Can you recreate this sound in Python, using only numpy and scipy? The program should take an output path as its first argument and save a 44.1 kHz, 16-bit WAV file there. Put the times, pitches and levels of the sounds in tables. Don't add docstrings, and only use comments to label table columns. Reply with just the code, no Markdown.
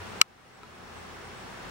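import sys
import numpy as np
from scipy import signal
from scipy.io import wavfile

SR = 44100
rng = np.random.default_rng(int(sys.argv[2]) if len(sys.argv) > 2 else 0)


def digitize_waveform(pressure):
    field = np.atleast_2d(pressure).T
    bounded = np.clip(field, -1, 1)
    quanta = np.round(bounded * 32767).astype(np.int16)
    wavfile.write(sys.argv[1], SR, quanta)


N = 74970
TIME_S = np.arange(N) / SR

# frequency in Hz, relative density in dB.
AIR_SPECTRUM = [(15, -31), (25, -15.5), (86, -9.5), (243, -2), (293, -10), (404, -3.5), (637, -6.5),
                (769, -4), (1390, -5.5), (4500, -19), (5600, -21.5), (6720, -24), (8320, -26), (15000, -40)]
# time in seconds, level in dB.
AIR_ENVELOPE = [(0, -42), (0.2, -41.5), (0.5, -43.5), (0.95, -45), (1.2, -44.5), (1.61, -43), (1.65, -42)]
# frequency in Hz, left-right correlation.
AIR_CORRELATION = [(40, 0.6), (100, 0.33), (250, 0.22), (600, 0.11), (1500, 0.2), (4000, 0.041),
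                   (12000, 0.046)]
# time in seconds, level in dB.
WING_ENVELOPE = [(0.02, -50.5), (.075, -52), (.16, -59), (.35, -56.5), (.5, -65), (.7, -58), (.9, -54.5),
                 (1.3, -58.5), (1.52, -67), (1.7, -60)]
# frequency in Hz, level in dB, width in Hz.
DRONE_TONES = [(51, -63.5, 14), (122.6, -60, 9.8), (181.4, -64, 10), (238.6, -65.5, 8.8), (355, -64, 11),
               (419, -65, 8), (776, -66, 14)]
# centre in seconds, pitch in Hz, level in dB.
CHIRP_NOTES = [(.09, 8570, -66), (.14, 8050, -67), (.465, 8730, -63.5), (.56, 7880, -63), (.76, 8745, -68),
               (.98, 8050, -66), (1.01, 8760, -71), (1.26, 8570, -64), (1.386, 7920, -63.5),
               (1.51, 8700, -68)]
# frequency in Hz, left and right gains in dB, T60 in seconds.
BODY_MODES = [(1128, -22, -15.5, 0.0073), (1293, -14.8, -14.5, 0.028), (1887, -21, -12.5, 0.0077),
              (2274, -1.27, -10, 0.0096), (2864, -4, -10, 0.0086), (3870, -9, -12, 0.013),
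              (4127, -6.5, -10, 0.0071), (5525, -8.5, -4, .0067), (5833, -4, -11, 0.0036),
              (6700, -25, -7, .0043), (7390, -15, -6, 0.0032), (8030, -8.5, -20.5, .0034),
              (9600, -17, -30.5, 0.0054), (12200, -18.5, -29, .0043)]
# start in seconds, strength in dB.
CLICK_CONTACTS = [(0.213019, -10.7), (0.214411, -1.8), (0.215062, 11.2), (0.216042, -.5), (0.217256, -5.5)]
# frequency in Hz, level in dB re TICK_DB, T60 in seconds.
TICK_MODES = [(424, -14, 0.04), (990, -13.5, 0.11), (1320, -4, 0.039), (2400, -13.5, 0.014),
              (3900, -12.5, 0.012), (10400, -21, 0.0061)]

AIR_PAN_DB, AIR_FLICKER_DB = .5, 0.05
WING_HZ, WING_WIDTH_HZ = 86.4, 6.5
HUM_PAN_DB, HUM_WAVER_DB = 3.5, 2.5
HISS_HZ, HISS_WIDTH_HZ, HISS_DB = 5550, 450, -67
WHINE_HZ, WHINE_DB = 15734, -77
CHIRP_S, CHIRP_WIDTH_HZ = .085, 190
LEFT_LAG_S = 0.00012
TAIL_DB, TAIL_T60_S, TAIL_BAND_HZ = -30.5, 0.035, (1500, 7930)
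TICK_S, TICK_DB, TICK_BODY_DB = .633, -27, -36.5
THRESHOLD_DB, MAX_DUCK_DB, ATTACK_S, RELEASE_DB_PER_S = -15, 16.5, 0.0039, 22
CEILING, SELF_NOISE_DB, CUTOFF_HZ = 1.28, -77, 16700


def from_db(db):
    return 10 ** (np.asarray(db) / 20)


def unit_rms(x):
    return x / np.sqrt(np.mean(x ** 2) + 1e-20)


def at_hz(table, hz):
    points_hz, values = np.transpose(table)
    return np.interp(np.log(hz), np.log(points_hz), values)


def pan(left_over_right_db):
    return from_db(np.array([[1], [-1]]) * left_over_right_db / 2)


def bandpass(x, edges_hz):
    return signal.sosfilt(signal.butter(2, edges_hz, "band", fs=SR, output="sos"), x)


def drift(rate_hz):
    hop, warmup = 40, 2000
    pole = np.exp(-2 * np.pi * rate_hz * hop / SR)
    white = rng.standard_normal(N // hop + warmup + 2)
    slow = signal.lfilter([1], [1, -2 * pole, pole * pole], white)[warmup:]
    return np.interp(np.arange(N) / hop, np.arange(len(slow)), unit_rms(slow))


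def wavering_tone(hz, width_hz, rate_hz):
    cycles = rng.random() + np.cumsum(hz + width_hz / 2 * drift(rate_hz)) / SR
    return np.sqrt(2) * np.sin(2 * np.pi * cycles)


def outdoor_air():
    edges_hz = 22 * 2 ** (np.arange(30) / 3)
    white = rng.standard_normal((2, 2, N))
    out = np.zeros((2, N))
    for k, (low_hz, high_hz) in enumerate(zip(edges_hz, edges_hz[1:])):
        mid, side = bandpass(white[k % 2], [low_hz, high_hz])
        hz = np.sqrt(low_hz * high_hz)
        correlation = at_hz(AIR_CORRELATION, hz)
        gain = from_db(at_hz(AIR_SPECTRUM, hz) + AIR_FLICKER_DB * drift(1.8))
        out += gain * (np.sqrt(1 + correlation) * mid + np.sqrt(1 - correlation) * side * [[1], [-1]])
    level_db = np.interp(TIME_S, *np.transpose(AIR_ENVELOPE))
    return unit_rms(out) * from_db(level_db) * pan(AIR_PAN_DB)


def wing_hum():
    level_db = np.interp(TIME_S, *np.transpose(WING_ENVELOPE)) + HUM_WAVER_DB * drift(21)
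    return from_db(level_db) * wavering_tone(WING_HZ, WING_WIDTH_HZ, rate_hz=5.7) * pan(HUM_PAN_DB)


def far_drone():
    return sum(from_db(db + HUM_WAVER_DB * drift(10)) * wavering_tone(hz, width_hz, rate_hz=9.8)
               for hz, db, width_hz in DRONE_TONES) * pan(HUM_PAN_DB)


def high_hiss():
    edges_hz = [HISS_HZ - HISS_WIDTH_HZ / 2, HISS_HZ + HISS_WIDTH_HZ / 2]
    return from_db(HISS_DB) * unit_rms(bandpass(rng.standard_normal((2, N)), edges_hz))


def camera_whine():
    return from_db(WHINE_DB) * np.sqrt(2) * np.sin(2 * np.pi * WHINE_HZ * TIME_S)


def chirps():
    out = np.zeros((2, N))
    for centre_s, hz, db in CHIRP_NOTES:
        swell = np.cos(np.pi * np.clip((TIME_S - centre_s) / CHIRP_S, -.5, .5))
        tones = np.array([wavering_tone(hz, CHIRP_WIDTH_HZ, rate_hz=270) for _ in range(2)])
        out += from_db(db) * swell * tones
    return out


def struck_mode(start_s, hz, t60_s):
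    age_s = np.clip(TIME_S - start_s, 0, 2 * t60_s)
    return np.sin(2 * np.pi * hz * age_s) * np.exp(-np.log(1000) * age_s / t60_s)


def body_ring(start_s):
    out = np.zeros((2, N))
    for k, (hz, left_db, right_db, t60_s) in enumerate(BODY_MODES):
        left = from_db(left_db) * struck_mode(start_s + LEFT_LAG_S, hz, t60_s)
        right = from_db(right_db) * struck_mode(start_s, hz, t60_s)
        out += (-1) ** k * np.array([left, right])
    return out


def casing_tail(start_s):
    fade = (TIME_S >= start_s) * np.exp(-np.log(1000) * np.abs(TIME_S - start_s) / TAIL_T60_S)
    return from_db(TAIL_DB) * fade * unit_rms(bandpass(rng.standard_normal((2, N)), TAIL_BAND_HZ))


def sharp_click():
    return sum(from_db(db) * (body_ring(start_s) + casing_tail(start_s))
               for start_s, db in CLICK_CONTACTS)


def soft_tick():
    ring = sum(from_db(TICK_DB + db) * struck_mode(TICK_S, hz, t60_s) for hz, db, t60_s in TICK_MODES)
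    return ring + from_db(TICK_BODY_DB) * body_ring(TICK_S)


def scene():
    bed = outdoor_air() + wing_hum() + far_drone() + high_hiss() + camera_whine()
    return bed + chirps() + sharp_click() + soft_tick()


def record(dry):
    peak_db = 20 * np.log10(np.abs(dry).max(axis=0) + 1e-9)
    over_db = np.clip(peak_db - THRESHOLD_DB, 0, MAX_DUCK_DB)
    release_db = RELEASE_DB_PER_S * TIME_S
    held_db = np.maximum.accumulate(over_db + release_db) - release_db
    pole = np.exp(-1 / (ATTACK_S * SR))
    ducked = dry * from_db(-signal.lfilter([1 - pole], [1, -pole], held_db))
    clipped = np.clip(CEILING * np.tanh(ducked / CEILING), -1, 1)
    self_noise = from_db(SELF_NOISE_DB) * rng.standard_normal((2, N))
    lowpass = signal.cheby2(14, 65, CUTOFF_HZ, fs=SR, output="sos")
    return signal.sosfilt(lowpass, clipped + self_noise)


dry = scene()
out = record(dry)
digitize_waveform(out)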